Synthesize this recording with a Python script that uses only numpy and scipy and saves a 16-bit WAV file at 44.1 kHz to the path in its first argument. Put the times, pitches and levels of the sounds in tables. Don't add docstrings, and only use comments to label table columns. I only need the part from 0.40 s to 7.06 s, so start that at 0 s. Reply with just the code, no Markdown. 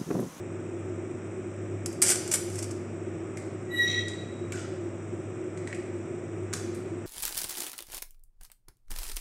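import sys
import numpy as np
from scipy import signal
from scipy.fft import rfft, irfft
from scipy.io import wavfile
from scipy.ndimage import uniform_filter1d

SR = 44100
rng = np.random.default_rng(int(sys.argv[2]) if len(sys.argv) > 2 else 0)


def put_to_file(sound):
    columns = np.atleast_2d(sound).T
    safe = np.clip(columns, -1, 1)
    whole_steps = np.round(safe * 32767)
    wavfile.write(sys.argv[1], SR, whole_steps.astype(np.int16))


N = 293706
TIME = np.arange(N) / SR


def amp(db):
    return 10 ** (np.asarray(db) / 20)


def unit(x):
    return x / np.sqrt(np.mean(x ** 2) + 1e-20)


def read(points, hz):
    f, value = np.transpose(points)
    return np.interp(np.log(hz + 1), np.log(f + 1), value)


def add(mix, s, sound):
    part = mix[round(s * SR):][:len(sound)]
    part += sound[:len(part)]


def wander(hz):
    f = np.fft.rfftfreq(N, 1 / SR)
    lowpass = np.exp(-(f / hz) ** 2)
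    return unit(irfft(rfft(rng.standard_normal(N)) * lowpass, N))


def ring(spectrum, uneven_db=0, size=2048):
    hz = np.fft.rfftfreq(size, 1 / SR)
    ripple = unit(uniform_filter1d(rng.standard_normal(len(hz)), size=12))
    log_gain = np.log(amp(np.maximum(read(spectrum, hz), -90) + uneven_db * ripple))
    mirrored = np.r_[log_gain, log_gain[-2:0:-1]]
    response = np.fft.ifft(np.exp(np.conj(signal.hilbert(mirrored)))).real
    return response / np.linalg.norm(response)


def snaps(per_s, spread_db, length):
    size = amp(spread_db * np.minimum(rng.exponential(1, length), 3)) * rng.choice([-1, 1], length)
    struck = rng.random(length) < per_s / SR
    return size * struck / np.sqrt(np.mean(size ** 2) * per_s / SR)


def burst(decay, per_s, spread_db=1.5, size=6000):
    fade = np.exp(-np.arange(size) / SR / max(decay, 1e-4))
    clicks = snaps(per_s, spread_db, size) * fade
    clicks[0] += np.sqrt(SR / per_s) / 2
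    return clicks * np.linalg.norm(fade) / (np.linalg.norm(clicks) + 1e-9)


# t/s, level/dB, fall by 1/e /s
BUCKLES = [(1.460, -22, 0.002), (1.528, -40.5, 0.0033), (1.619, -17, .003), (1.622, -14.5, 0.0013),
           (1.6244, -21, 0.0048), (1.6323, -18, .0008), (1.645, -22, .0006), (1.664, -17, .0006),
           (1.671, -18, 0.00077), (1.682, -17, 0.0009), (1.6995, -17, 0.0011), (1.704, -17, 0.0018),
           (1.711, -16, .0007), (1.720, -16.5, 0.0013), (1.757, -18, 0.00088), (1.836, -36, 0.00084),
           (1.877, -32, 0.005), (1.889, -33, 0.0007), (1.900, -34, .0006), (1.9384, -11, 0.00093),
           (1.9421, -14, 0.00089), (1.946, -22, 0.004), (1.956, -20.5, 0.0016), (1.985, -38, .001),
           (2.101, -34, .001), (2.14, -44, 0.00088), (2.156, -34.5, 0.0036), (2.174, -46, .0015),
           (2.226, -28, 0.005), (2.242, -31, .002), (2.31, -34, 0.004)]
# start t/s, level/dB, attack/s, fall by 1/e /s
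PRESSES = [(1.616, -20, 0.0046, 0.027), (1.640, -21, 0.067, 0.022), (1.910, -26, 0.006, 0.028),
           (2.05, -45, 0.11, 0.078), (2.178, -33, 0.0098, 0.0093)]
# f/Hz, level/dB
FOIL_SPECTRUM = [(400, -27), (700, -10), (1000, -13), (1450, -8.5), (2400, -8.5), (3900, -13.5),
                 (5200, -3.5), (6200, -3), (8100, 4), (9700, -5), (12000, -14.5), (14400, -24)]
# t/s, gain/dB
CRISPNESS = [(1.46, -0.5), (1.62, 6), (1.65, 0), (1.69, 1.5), (1.71, 3), (1.75, -5), (1.89, 1), (1.92, 3),
             (1.955, 6), (2.0, 2), (2.3, -5)]
CRISP_ABOVE_HZ = 8700
SETTLE_DB, SETTLE_S = -22, 0.068
BUCKLE_CLICKS_PER_S = 5500


def foil(facets=24):
    creases = snaps(1500, 5, N)
    local_power = abs(uniform_filter1d(creases ** 2, size=380))
    creases /= np.sqrt(local_power + 0.047)
    power = np.zeros(N)
    for s, db, attack, fall in PRESSES:
        rise = np.clip((TIME - s) / attack, 0, 1)
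        after = np.maximum(TIME - s - attack, 0)
        release = np.maximum(np.exp(-after / fall), amp(SETTLE_DB) * np.exp(-after / SETTLE_S))
        power += (amp(db) * rise * release) ** 2
    creases *= np.sqrt(power)
    for s, db, fall in BUCKLES:
        add(creases, s, amp(db) * burst(fall, per_s=BUCKLE_CLICKS_PER_S))
    facet = rng.integers(0, facets, N)
    sheet = np.zeros(N)
    for k in range(facets):
        sheet += signal.oaconvolve(creases * (facet == k), ring(FOIL_SPECTRUM, uneven_db=6.0))[:N]
    highpass = signal.butter(4, CRISP_ABOVE_HZ, "high", fs=SR, output="sos")
    treble = signal.sosfiltfilt(highpass, sheet)
    return sheet + treble * (amp(np.interp(TIME, *np.transpose(CRISPNESS))) - 1)


# t/s, level/dB, fall by 1/e /s
SLAPS = [(1.460, -41, .005), (1.620, -40.5, 0.055), (1.696, -37, 0.062), (1.914, -45, 0.022),
         (1.939, -44, 0.018)]


def meat():
    out = np.zeros(N)
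    for s, db, decay in SLAPS:
        add(out, s, amp(db) * burst(decay, per_s=520))
    # f/Hz, level/dB
    tray = [(80, -28.5), (250, 1.5), (500, 8.0), (1000, -10.5), (1500, 5.0), (3500, -35)]
    return signal.oaconvolve(out, ring(tray, uneven_db=0.0))[:N]


# t/s, chatter level/dB,
# hollow knock against it/dB, knock pitch f/Hz, brightness/dB, room send/dB, jaw ring f/Hz,
# chatter's fall by 1/e /s
TAPS = [(2.972, -34.5, -2.5, 2110, 5, -0.5, 8000, 0.0021),
        (3.683, -31.5, -12, 2210, -8.5, -2, 7550, 0.0033), (4.121, -38, -6, 1424, -11, 8.5, 7360, 0.0027),
        (4.1225, -35, 4.5, 2290, 15, -5, 7600, 0.0015), (4.157, -40.5, -2, 1980, -3, 4, 6000, 0.0022),
        (4.174, -46, 2.5, 2920, -5, 4, 7600, .002), (4.194, -41, -10, 1990, -7, 7, 6000, .002),
        (5.175, -43, -2, 2020, -14, 0.5, 7700, .003), (5.274, -35, 3.5, 1960, -8.5, -1, 7400, 0.0017),
        (5.3281, -44, 16, 1944, -5, -9.5, 7600, 0.0024), (5.333, -48, 12, 2140, -11, -3, 7700, .002),
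        (5.347, -42.5, -3, 2450, 0, 2, 7800, 0.0042), (6.129, -32.5, -2.5, 1570, -8, -6, 7000, 0.0028),
        (6.135, -23.5, -7.5, 1460, 14, -3, 9200, 0.0012), (6.137, -21, -12, 1200, 5, -5, 6700, 0.0022),
        (6.14, -24, -10, 1760, -1, -3, 6600, .001), (6.155, -33, -9, 1600, 0, -3, 6800, .001),
        (6.170, -44, -10, 1550, 0, -5, 6400, .004), (6.347, -45, -16, 2000, 16, 1, 8600, 0.0074)]
# f/Hz, level/dB
TICK = [(800, -26), (1300, -11), (2400, -5), (2950, -10.5), (3500, -8), (4200, -9), (5000, -4.5),
        (6300, -5), (8200, -1.5), (10000, -12), (11000, -16), (12000, -23), (14000, -31)]
# multiple of the knock pitch, relative level/dB, t60/s
BOWL_MODES = [(0.9, -7, 0.011), (1, 6, 0.014), (1.14, 2, 0.013), (1.3, -5, 0.012), (2.1, -13.5, 0.01)]
KNOCK_RISE_S = 0.0009
JAW_DB, JAW_WIDTH_HZ = 7, 990


def tongs():
    near, far, t = np.zeros(N), np.zeros(N), np.arange(2048) / SR
    hz = np.fft.rfftfreq(len(t), 1 / SR)
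    for s, db, knock_db, knock_hz, bright_db, room_db, jaw_hz, fall in TAPS:
        jaw = JAW_DB * np.exp(-((hz - jaw_hz) / JAW_WIDTH_HZ) ** 2)
        brightness = bright_db * np.clip((hz - 8000) / 5000, 0, 1)
        tick = ring(np.c_[hz, read(TICK, hz) + jaw + brightness], uneven_db=2)
        knock = np.zeros(len(t))
        for ratio, level, t60 in BOWL_MODES:
            knock += amp(level - 60 * t / t60) * np.sin(2 * np.pi * knock_hz * ratio * t)
        knock *= 1 - np.exp(-t / KNOCK_RISE_S)
        knock *= amp(knock_db) / np.linalg.norm(knock)
        chatter = amp(db) * burst(fall, per_s=2900)
        force = np.linalg.norm(chatter)
        add(near, s, signal.fftconvolve(chatter, tick))
        add(near, s, force * knock)
        add(far, s, force * amp(room_db) * (tick + knock))
    return near, far


def swells(rows):
    return sum(amp(db) * np.exp(-((TIME - s) / half) ** 2) for s, db, half in rows)


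# t/s, f/Hz
SQUEAK_PITCH = [(3.34, 1940), (3.385, 1929), (3.415, 1922), (3.44, 1913), (3.47, 1916), (3.53, 1927),
                (3.61, 1932)]
# t/s, level/dB
SQUEAK_LEVEL = [(3.27, -89.5), (3.297, -45.5), (3.32, -41), (3.348, -26.5), (3.368, -34.5), (3.402, -18.5),
                (3.427, -20.5), (3.452, -30.5), (3.472, -24.5), (3.505, -34), (3.52, -40), (3.535, -30),
                (3.553, -42), (3.584, -25), (3.602, -32), (3.618, -45)]
RING_ON_DB_PER_S = -105
# multiple, relative level/dB, entry t/s
OVERTONES = [(2, -4, 3.3), (3, -14, 3.42), (5, -36, 3.32), (6, -52, 3.2), (7, -45, 3.6)]
# t/s, level/dB, half length (to 1/e)/s
BITES = [(3.322, -40, 0.0096), (3.378, -35.5, 0.015), (3.438, -25.5, 0.014)]
# multiple, relative level/dB
WHISTLE = [(1.5, -2), (4, 3.5), (4.5, -8), (5, -5), (5.5, -12), (6, 0.5), (6.5, -19), (7, -6)]
# f/Hz, level/dB
SCRAPE_SPECTRUM = [(1500, -20), (2200, -1.5), (3000, -11), (3900, 2), (4600, -24), (5200, -8), (5800, -1),
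                   (6400, -14), (7300, -6), (8000, -19), (9500, -26), (13000, -57)]
# f/Hz, relative level/dB, t60/s
TONG_MODES = [(2550, -9, 0.082), (2690, -8, 0.15), (3320, 6, 0.17), (6000, -1, 0.08), (7280, -5, 0.074)]
STROKE_START_S, STROKE_ATTACK_S, STROKE_HOLD_S, STROKE_RELEASE_S = 3.29, 0.14, 0.18, .016
STROKE_CURVE, STROKE_SAG_DB_PER_S = 1.6, -53
SLIP_AFTER_S, SLIP_BLEND_S = 0.178, 0.012
OCTAVE_DB, TONG_RING_DB = -21.8, -44
WHISTLE_DB, WHISTLE_RISE_S, WHISTLE_SLIP_DB = -57, 0.057, -21
SCRAPE_DB, SCRAPE_GRIP_DB = -37.5, -13
FLUTTER_HZ, RASP_DB = 63.5, 2


def squeak(jitter=0.0037, shimmer_db=2.5, entry_s=0.027):
    t = np.maximum(TIME - STROKE_START_S, 0)
    held = np.maximum(t - STROKE_ATTACK_S, 0)
    let_go = np.exp(-np.maximum(held - STROKE_HOLD_S, 0) / STROKE_RELEASE_S)
    fade = amp(STROKE_SAG_DB_PER_S * held) * let_go
    pressure = np.minimum(t / STROKE_ATTACK_S, 1) ** STROKE_CURVE * fade
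    slip = .5 + .5 * np.tanh((t - SLIP_AFTER_S) / SLIP_BLEND_S)
    sliding = amp(SCRAPE_GRIP_DB * (1 - slip))

    pitch = np.interp(TIME, *np.transpose(SQUEAK_PITCH))
    turns = np.cumsum(pitch * (1 + jitter * np.sqrt(sliding) * wander(166))) / SR
    level = np.interp(TIME, *np.transpose(SQUEAK_LEVEL), left=-np.inf)
    level = level + RING_ON_DB_PER_S * np.maximum(TIME - SQUEAK_LEVEL[-1][0], 0)
    tone = amp(level) * np.sin(2 * np.pi * turns)

    judder = 2 * np.pi * np.cumsum(FLUTTER_HZ * slip * (1 + 0.055 * wander(19.6))) / SR
    octave = amp(OCTAVE_DB) * pressure * np.sqrt(sliding) + swells(BITES)
    octave = octave * np.cos(judder / 2)
    whistle_rise = np.minimum(t / WHISTLE_RISE_S, 1) ** 2
    whistle = amp(WHISTLE_DB + WHISTLE_SLIP_DB * slip) * whistle_rise * fade
    top = np.zeros(N)
    for k, db in WHISTLE:
        top += whistle * amp(db + shimmer_db * wander(130)) * np.sin(np.pi * round(2 * k) * turns)
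    for k, db, s in OVERTONES:
        entry = .5 + .5 * np.tanh((TIME - s) / entry_s)
        shimmer = amp(db + shimmer_db * wander(130))
        top += octave * entry * shimmer * np.sin(2 * np.pi * round(k) * turns)

    grit = snaps(1100, 1.6, N) * pressure * sliding * amp(RASP_DB * np.cos(judder))
    scrape = amp(SCRAPE_DB) * signal.oaconvolve(grit, ring(SCRAPE_SPECTRUM, uneven_db=5.0))[:N]
    metal, second = np.zeros(SR), TIME[:SR]
    for hz, db, t60 in TONG_MODES:
        metal += amp(db - 60 * second / t60) * np.sin(2 * np.pi * hz * second)
    metal_ring = signal.oaconvolve(grit * slip, metal / np.linalg.norm(metal))[:N]
    return tone, top + scrape + amp(TONG_RING_DB) * metal_ring


# t/s, level/dB
POPS = [(4.139, -37), (4.159, -40), (4.176, -38.5), (4.196, -41), (4.206, -46), (4.245, -41.5)]
POP_HZ, POP_SAG_HZ_PER_S, POP_RISE_S, POP_FALL_S = 1533, -2200, 0.0021, 0.0052


def squelch():
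    out, t = np.zeros(N), TIME[:SR // 10]
    for s, db in POPS:
        hz = POP_HZ + POP_SAG_HZ_PER_S * (s - POPS[0][0] + t)
        decay = np.exp(-np.maximum(t - POP_RISE_S, 0) / POP_FALL_S)
        level = amp(db) * np.minimum(t / POP_RISE_S, 1) * decay
        add(out, s, level * np.sin(2 * np.pi * np.cumsum(hz) / SR))
    return out


# f/Hz, t60/s
KITCHEN_T60 = [(300, 0.86), (2000, 0.78), (4000, 0.95), (8000, 0.46), (13000, 0.45)]


def tail(build_s=0.0036, early_db=-3.0, early_fall_s=0.023):
    second = TIME[:SR]
    early = amp(early_db) * snaps(260, 1.7, SR) * np.exp(-second / early_fall_s)
    hz, t, bands = signal.stft(early + snaps(5000, 1.4, SR), SR, nperseg=256)
    decay = amp(-60 * t / read(KITCHEN_T60, hz)[:, None])
    echoes = signal.istft(bands * decay, SR, nperseg=256)[1][:SR]
    echoes *= np.clip(second / build_s - .5, 0, 1)
    return echoes / np.linalg.norm(echoes)


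def kitchen(x, moves_per_s=4.5, count=5):
    room = np.zeros(N)
    for k in range(count):
        share = np.sqrt(2 / count) * np.cos(2 * np.pi * moves_per_s * TIME + np.pi * k / count)
        room += signal.fftconvolve(x * share, tail())[:N]
    return room


# f/Hz, mid level (rms)/dB
HUM = [(99.7, -42.5), (200.3, -55), (368, -49), (530, -63.5)]
# f/Hz, level per Hz/dB
FAN = [(20, -94), (60, -87), (85, -75), (108, -64.5), (143, -69.5), (160, -62.5), (185, -71.5), (255, -65),
       (285, -70.5), (345, -54), (372, -58.5), (410, -67), (470, -72.5), (600, -72.5), (850, -83.5)]
# f/Hz, level per Hz/dB
HISS = [(850, -83.5), (1050, -85), (1270, -82), (1550, -86.5), (2450, -87.5), (3000, -98), (3700, -101),
        (4500, -118), (5350, -100), (6000, -97), (6300, -105), (6750, -99), (8200, -89.5), (8650, -126),
        (14000, -132)]


def appliance(waver_db=2.4, drift_hz=0.886):
    density = amp(read(FAN + HISS, np.fft.rfftfreq(N, 1 / SR))) * np.sqrt(SR / 2)
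    air_and_hiss = irfft(rfft(rng.standard_normal(N)) * density, N)
    lines = np.zeros(N)
    for hz, db in HUM:
        level = amp(db + waver_db * wander(3.6))
        pitch = hz + drift_hz * np.sqrt(hz / 100) * wander(5.38)
        lines += level * np.sin(2 * np.pi * np.cumsum(pitch) / SR)
    return air_and_hiss + np.sqrt(2) * lines


def scene(foil_room_db=-7.8, tone_room_db=-7.0, bowl_room_db=-5):
    sheet = foil() + meat()
    tone, rasp = squeak()
    taps, taps_far = tongs()
    bowl = rasp + squelch()
    room_feed = amp(foil_room_db) * sheet + amp(tone_room_db) * tone + amp(bowl_room_db) * bowl + taps_far
    return (sheet + taps + tone + bowl + kitchen(room_feed) + appliance())[None]


def record(dry, edge_hz=14330):
    lowpass = signal.firwin(511, edge_hz, window=("kaiser", 9), fs=SR)
    return signal.oaconvolve(dry, lowpass[None], "same")


dry = scene()
out = record(dry)
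put_to_file(out)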